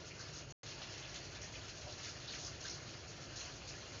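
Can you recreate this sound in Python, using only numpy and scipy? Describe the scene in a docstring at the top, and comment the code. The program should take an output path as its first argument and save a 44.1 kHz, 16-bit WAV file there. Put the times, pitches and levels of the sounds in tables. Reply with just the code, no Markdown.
"""Water splattering by a fish tank

A steady wash of mist and tiny ringing droplets runs under short, bright splashes and one hollow
gulp of air bubbles. The tank's resonances colour the water and nearby walls answer it.
A low rumble and a faint motor hum lie underneath. The highest treble is cut away, and the
sound drops out for a tenth of a second near the start."""
import sys
import numpy as np
from scipy import signal
from scipy.fft import rfft, irfft, next_fast_len
from scipy.io import wavfile
from scipy.ndimage import uniform_filter1d, map_coordinates

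SR = 44100
rng = np.random.default_rng(int(sys.argv[2]) if len(sys.argv) > 2 else 0)


def output_pcm(signal):
    """Save a mono or channel-first signal as 16-bit PCM at the path in sys.argv[1].

    Samples are clipped to [-1, 1] before scaling.
    """
    pcm = np.clip(np.atleast_2d(signal).T, -1, 1) * 32767
    wavfile.write(sys.argv[1], SR, np.round(pcm).astype(np.int16))


N = 176400
TOP_HZ = 8005  # ceiling of the mist and of the whole mix


def amp(db):
    """Decibels to gain."""
    return 10 ** (np.asarray(db) / 20)


def unit(x):
    """Scale x to an rms of 1."""
    return x / np.sqrt(np.mean(x ** 2) + 1e-20)


def eq_gain(points, hz):
    """Gain of an EQ curve drawn through (frequency [Hz], level [dB]) points on a log axis."""
    point_hz, point_db = np.transpose(points)
    return amp(np.interp(np.log(hz + 1), np.log(point_hz + 1), point_db))


def wobble(knots_per_s):
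    """A smooth random curve for slow drift or quick flutter."""
    position = np.arange(N) * knots_per_s / SR + 2
    return map_coordinates(rng.standard_normal(400), [position], mode="mirror")


def filtered(x, response):
    """Shape the spectrum of x with response(hz)."""
    padded = next_fast_len(len(x) + 8192)
    hz = np.fft.rfftfreq(padded, 1 / SR)
    return irfft(rfft(x, padded) * response(hz), padded)[:len(x)]


def patchy(x, depth_db):
    """Make the tone flicker with random patches of gain in time and frequency."""
    spectrum = signal.stft(x, nperseg=512)[2]
    patches = uniform_filter1d(rng.standard_normal(spectrum.shape), size=8, axis=0)
    patches = uniform_filter1d(patches, size=9, axis=1)
    return signal.istft(spectrum * amp(depth_db * unit(patches)), nperseg=512)[1][:N]


def spray(drops_db, drops_per_s=2900, decay_cycles=5, size_spread_db=3.0):
    """Fine mist plus droplets, each a tiny damped ring; drops_db sets them against the mist."""
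    mist = unit(filtered(rng.standard_normal(N), lambda hz: hz < TOP_HZ))
    when, pitch, size = rng.random((12000, 3))[:int(drops_per_s * N / SR)].T
    drop_hz = (500 + 7300 * pitch)[:, None]
    ring_samples = np.arange(400)
    cycles = drop_hz * ring_samples / SR
    size_db = -size_spread_db * np.log(np.maximum(size, .01))  # many small drops, a few big ones
    gain = amp(size_db)[:, None] * np.sqrt(drop_hz)  # short, high rings carry as much energy as low ones
    rings = gain * np.sin(2 * np.pi * cycles) * np.exp(-cycles / decay_cycles)
    positions = (when * N).astype(int)[:, None] + ring_samples
    drops = np.bincount(positions.ravel(), rings.ravel())[:N]
    return unit(mist + amp(drops_db) * unit(drops))


def wash():
    """The steady run of water: a misty spray that swells gently and flutters a little."""
    # tone of the running water: (frequency [Hz], relative level [dB])
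    tone = [(150, -15), (300, -0.5), (600, 1), (800, -1), (1050, -2), (1400, 0.07), (1950, -2), (2800, 1),
            (3750, -4), (4400, 1), (5700, -1.7), (6500, -1.5), (8000, 0)]
    # swell of the running water: (time [s], level [dB])
    swell = [(0, -54), (.17, -57.5), (.3, -53.5), (0.471, -57.5), (.7, -54), (1.15, -53), (1.31, -55),
             (1.45, -54), (2.1, -54.5), (2.18, -54.5), (2.4, -53), (2.57, -54.5), (2.82, -54.5),
             (2.95, -54), (3.15, -55), (3.45, -52.5), (3.63, -54.5), (4, -53.5)]
    water = patchy(spray(drops_db=-5), depth_db=1.3)
    water = unit(filtered(water, lambda hz: eq_gain(tone, hz)))
    swell_db = np.interp(np.arange(N) / SR, *np.transpose(swell))
    flutter_db = wobble(knots_per_s=35)
    return water * amp(swell_db + flutter_db)


def splashes(attack_s=0.00095, release_s=0.021):
    """Each splash is a short shower of droplets around one pitch."""
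    # splashes: (start [s], time until release [s], relative level [dB], centre [Hz], width [octaves])
    hits = [ (0, 0.016, -59, 4020, 0.36), (.055, 0.03, -56.5, 5760, 0.35), (.1, 0.02, -57.5, 2330, 0.16),
            (.193, 0.02, -51, 5100, 0.22), (.193, 0.02, -59.5, 1410, 0.23), (.27, 0.021, -62.5, 4800, 0.41),
            (.335, 0.061, -52.5, 5830, 0.41), (.405, 0.017, -61, 2880, 0.23),
            (.502, 0.018, -56.5, 6400, 0.16), (.66, 0.056, -52.5, 4550, 0.68),
            (.817, 0.024, -51, 3450, 0.5), (.895, 0.051, -56, 4500, 0.7), (.975, 0.009, -53, 5500, 0.83),
            (1.025, 0.03, -56, 3070, 0.25), (1.09, 0.051, -58, 5000, 0.5), (1.143, 0.024, -48, 4870, 1),
            (1.24, 0.023, -57, 5970, 0.53), (1.345, 0.027, -56, 5000, 0.95),
            (1.415, 0.028, -51.5, 5840, 0.16), (1.42, .03, -63, 1950, 0.16),
            (1.535, 0.026, -57, 2450, 0.27), (1.52, .05, -56, 5500, 0.66), (1.61, .04, -62, 3500, 0.1),
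            (1.68, 0.022, -52.5, 5100, 0.57), (1.68, 0.016, -60, 2210, 0.36),
            (1.75, 0.048, -57.5, 5500, 0.4), (1.81, 0.02, -56, 3700, 0.65), (1.88, 0.059, -55, 4600, 0.32),
            (1.98, 0.04, -53.5, 4570, 0.87), (2.03, 0.077, -50.5, 5870, 0.42),
            (2.04, .04, -57.5, 2000, 0.41), (2.2, 0.11, -55.5, 4300, 0.62), (2.277, 0.02, -49, 4000, 0.19),
            (2.32, 0.041, -50, 5000, 0.54), (2.333, 0.011, -54, 2100, 0.28),
            (2.385, 0.059, -51, 5840, 0.47), (2.445, 0.037, -49.5, 5700, 0.29),
            (2.52, .05, -60, 3720, 0.47), (2.605, .03, -52.5, 6120, 0.79),
            (2.638, 0.048, -50.5, 5600, 0.37), (2.645, 0.022, -56, 1500, 0.17),
            (2.65, .03, -57.5, 3400, 0.41), (2.696, 0.017, -45.5, 5200, 0.18),
            (2.73, 0.026, -54, 5400, 0.21), (2.87, 0.067, -56, 5000, 0.97), (3.075, 0.035, -57, 6000, 0.28),
            (3.2, 0.058, -60, 5500, 0.4), (3.357, 0.024, -49.5, 5600, 0.37), (3.359, 0.066, -58, 4150, .07),
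            (3.394, 0.021, -50.5, 6300, 0.15), (3.395, .025, -57, 2900, 0.27),
            (3.508, .018, -61, 4250, 0.14), (3.555, 0.018, -58.5, 6000, 0.25),
            (3.673, 0.031, -51.5, 6200, 0.35), (3.75, .02, -57.5, 5500, 0.4), (3.86, 0.11, -66, 5000, 0.52)]
    out, t = np.zeros(N + SR), np.arange(SR // 3) / SR
    shower = np.tile(spray(drops_db=3), 2)
    for i, (start, hold, db, centre_hz, width) in enumerate(hits):
        droplets = shower[i * len(t) % N:][:len(t)]
        band = lambda hz: np.exp(-(np.log2((hz + 1) / centre_hz) / width) ** 2 / 4)
        burst = unit(filtered(droplets, band))
        envelope = np.minimum(t / attack_s, 1) * np.exp(-np.maximum(t - hold, 0) / release_s)
        out[round(start * SR):][:len(t)] += amp(db) * envelope * burst
    return out[:N]


def rumble(level_db=-55):
    """A steady bed of low noise."""
    # tone of the rumble: (frequency [Hz], relative level [dB])
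    tone = [(20, -24), (35, -19.5), (48, -4.5), (70, -1), (100, -4.5), (140, 1), (170, -7), (215, -13.5),
            (270, -11), (345, -10), (450, -12), (650, -13.5), (1200, -31.5), (4000, -66.5)]
    return amp(level_db) * unit(filtered(rng.standard_normal(N), lambda hz: eq_gain(tone, hz)))


def motor_hum(waver_db=0.79, waver_rad=0.41):
    """A motor, likely a pump, hums in faint tones that waver in level and phase."""
    # tones of the motor: (frequency [Hz], rms level [dB])
    partials = [(100, -63), (300, -72.5), (348, -71.5)]
    hum, t = np.zeros(N), np.arange(N) / SR
    for hz, db in partials:
        peak = np.sqrt(2) * amp(db + waver_db * wobble(knots_per_s=5))
        hum += peak * np.sin(2 * np.pi * hz * t + waver_rad * wobble(knots_per_s=8.5))
    return hum


def gulp(attack_s=0.0035):
    """A gulp of air: each large bubble rings briefly at its own hollow pitch."""
    # air bubbles: (start [s], pitch [Hz], level [dB], time to fade by 60 dB [s])
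    bubbles = [(1.863, 600, -49, 0.18), (1.865, 740, -45.5, 0.085)]
    out, t = np.zeros(N + SR), np.arange(SR // 3) / SR
    for start, hz, db, t60 in bubbles:
        envelope = (1 - np.exp(-t / attack_s)) * np.exp(-np.log(1000) * t / t60)
        out[round(start * SR):][:len(t)] += amp(db) * envelope * np.sin(2 * np.pi * hz * t)
    return out[:N]


def tank(water):
    """The tank's resonances colour the water in narrow bands."""
    # resonances of the tank: (centre [Hz], width [Hz], gain [dB])
    resonances = [(1373, 160, 4.5), (1720, 44, 7), (3030, 20, 3), (3740, 17, -0.5), (4160, 24, 6),
                  (4070, 15, 0), (4600, 20, 0), (5170, 13, 1.5), (5910, 60, 4.5), (6570, 21, 6)]

    def response(hz):
        return 1 + sum((amp(db) - 1) * 1j * hz * width / (centre ** 2 - hz ** 2 + 1j * hz * width)
                       for centre, width, db in resonances)
    return filtered(water, response)


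def room(x, t60_s=0.23, wet_db=-8.5):
    """Nearby walls answer with a short, diffuse tail."""
    t = np.arange(SR // 2) / SR
    tail = rng.standard_normal(len(t)) * np.exp(-np.log(1000) * t / t60_s)
    return x + amp(wet_db) * signal.fftconvolve(x, tail / np.linalg.norm(tail))[:N]


def scene():
    """Water through tank and room, over rumble and hum, alike in both channels."""
    splash_trim_db = 0.82
    water = wash() + amp(splash_trim_db) * splashes() + gulp()
    mono = room(tank(water)) + rumble() + motor_hum()
    return np.array([mono, mono])


def record(dry):
    """The sound drops out briefly, and the highest treble falls away steeply."""
    # treble roll-off: (frequency [Hz], gain [dB])
    rolloff = [(6500, 0), (6800, -2), (7050, -7), (7300, -17), (7600, -31), (7900, -50), (8100, -100)]
    dropout_start_s, dropout_end_s = .524, .632
    t = np.arange(N) / SR
    audible = (t < dropout_start_s) | (t > dropout_end_s)
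    high_cut = lambda hz: eq_gain(rolloff, hz) * (hz < TOP_HZ)
    return np.array([filtered(channel * audible, high_cut) for channel in dry])


dry = scene()
out = record(dry)
output_pcm(out)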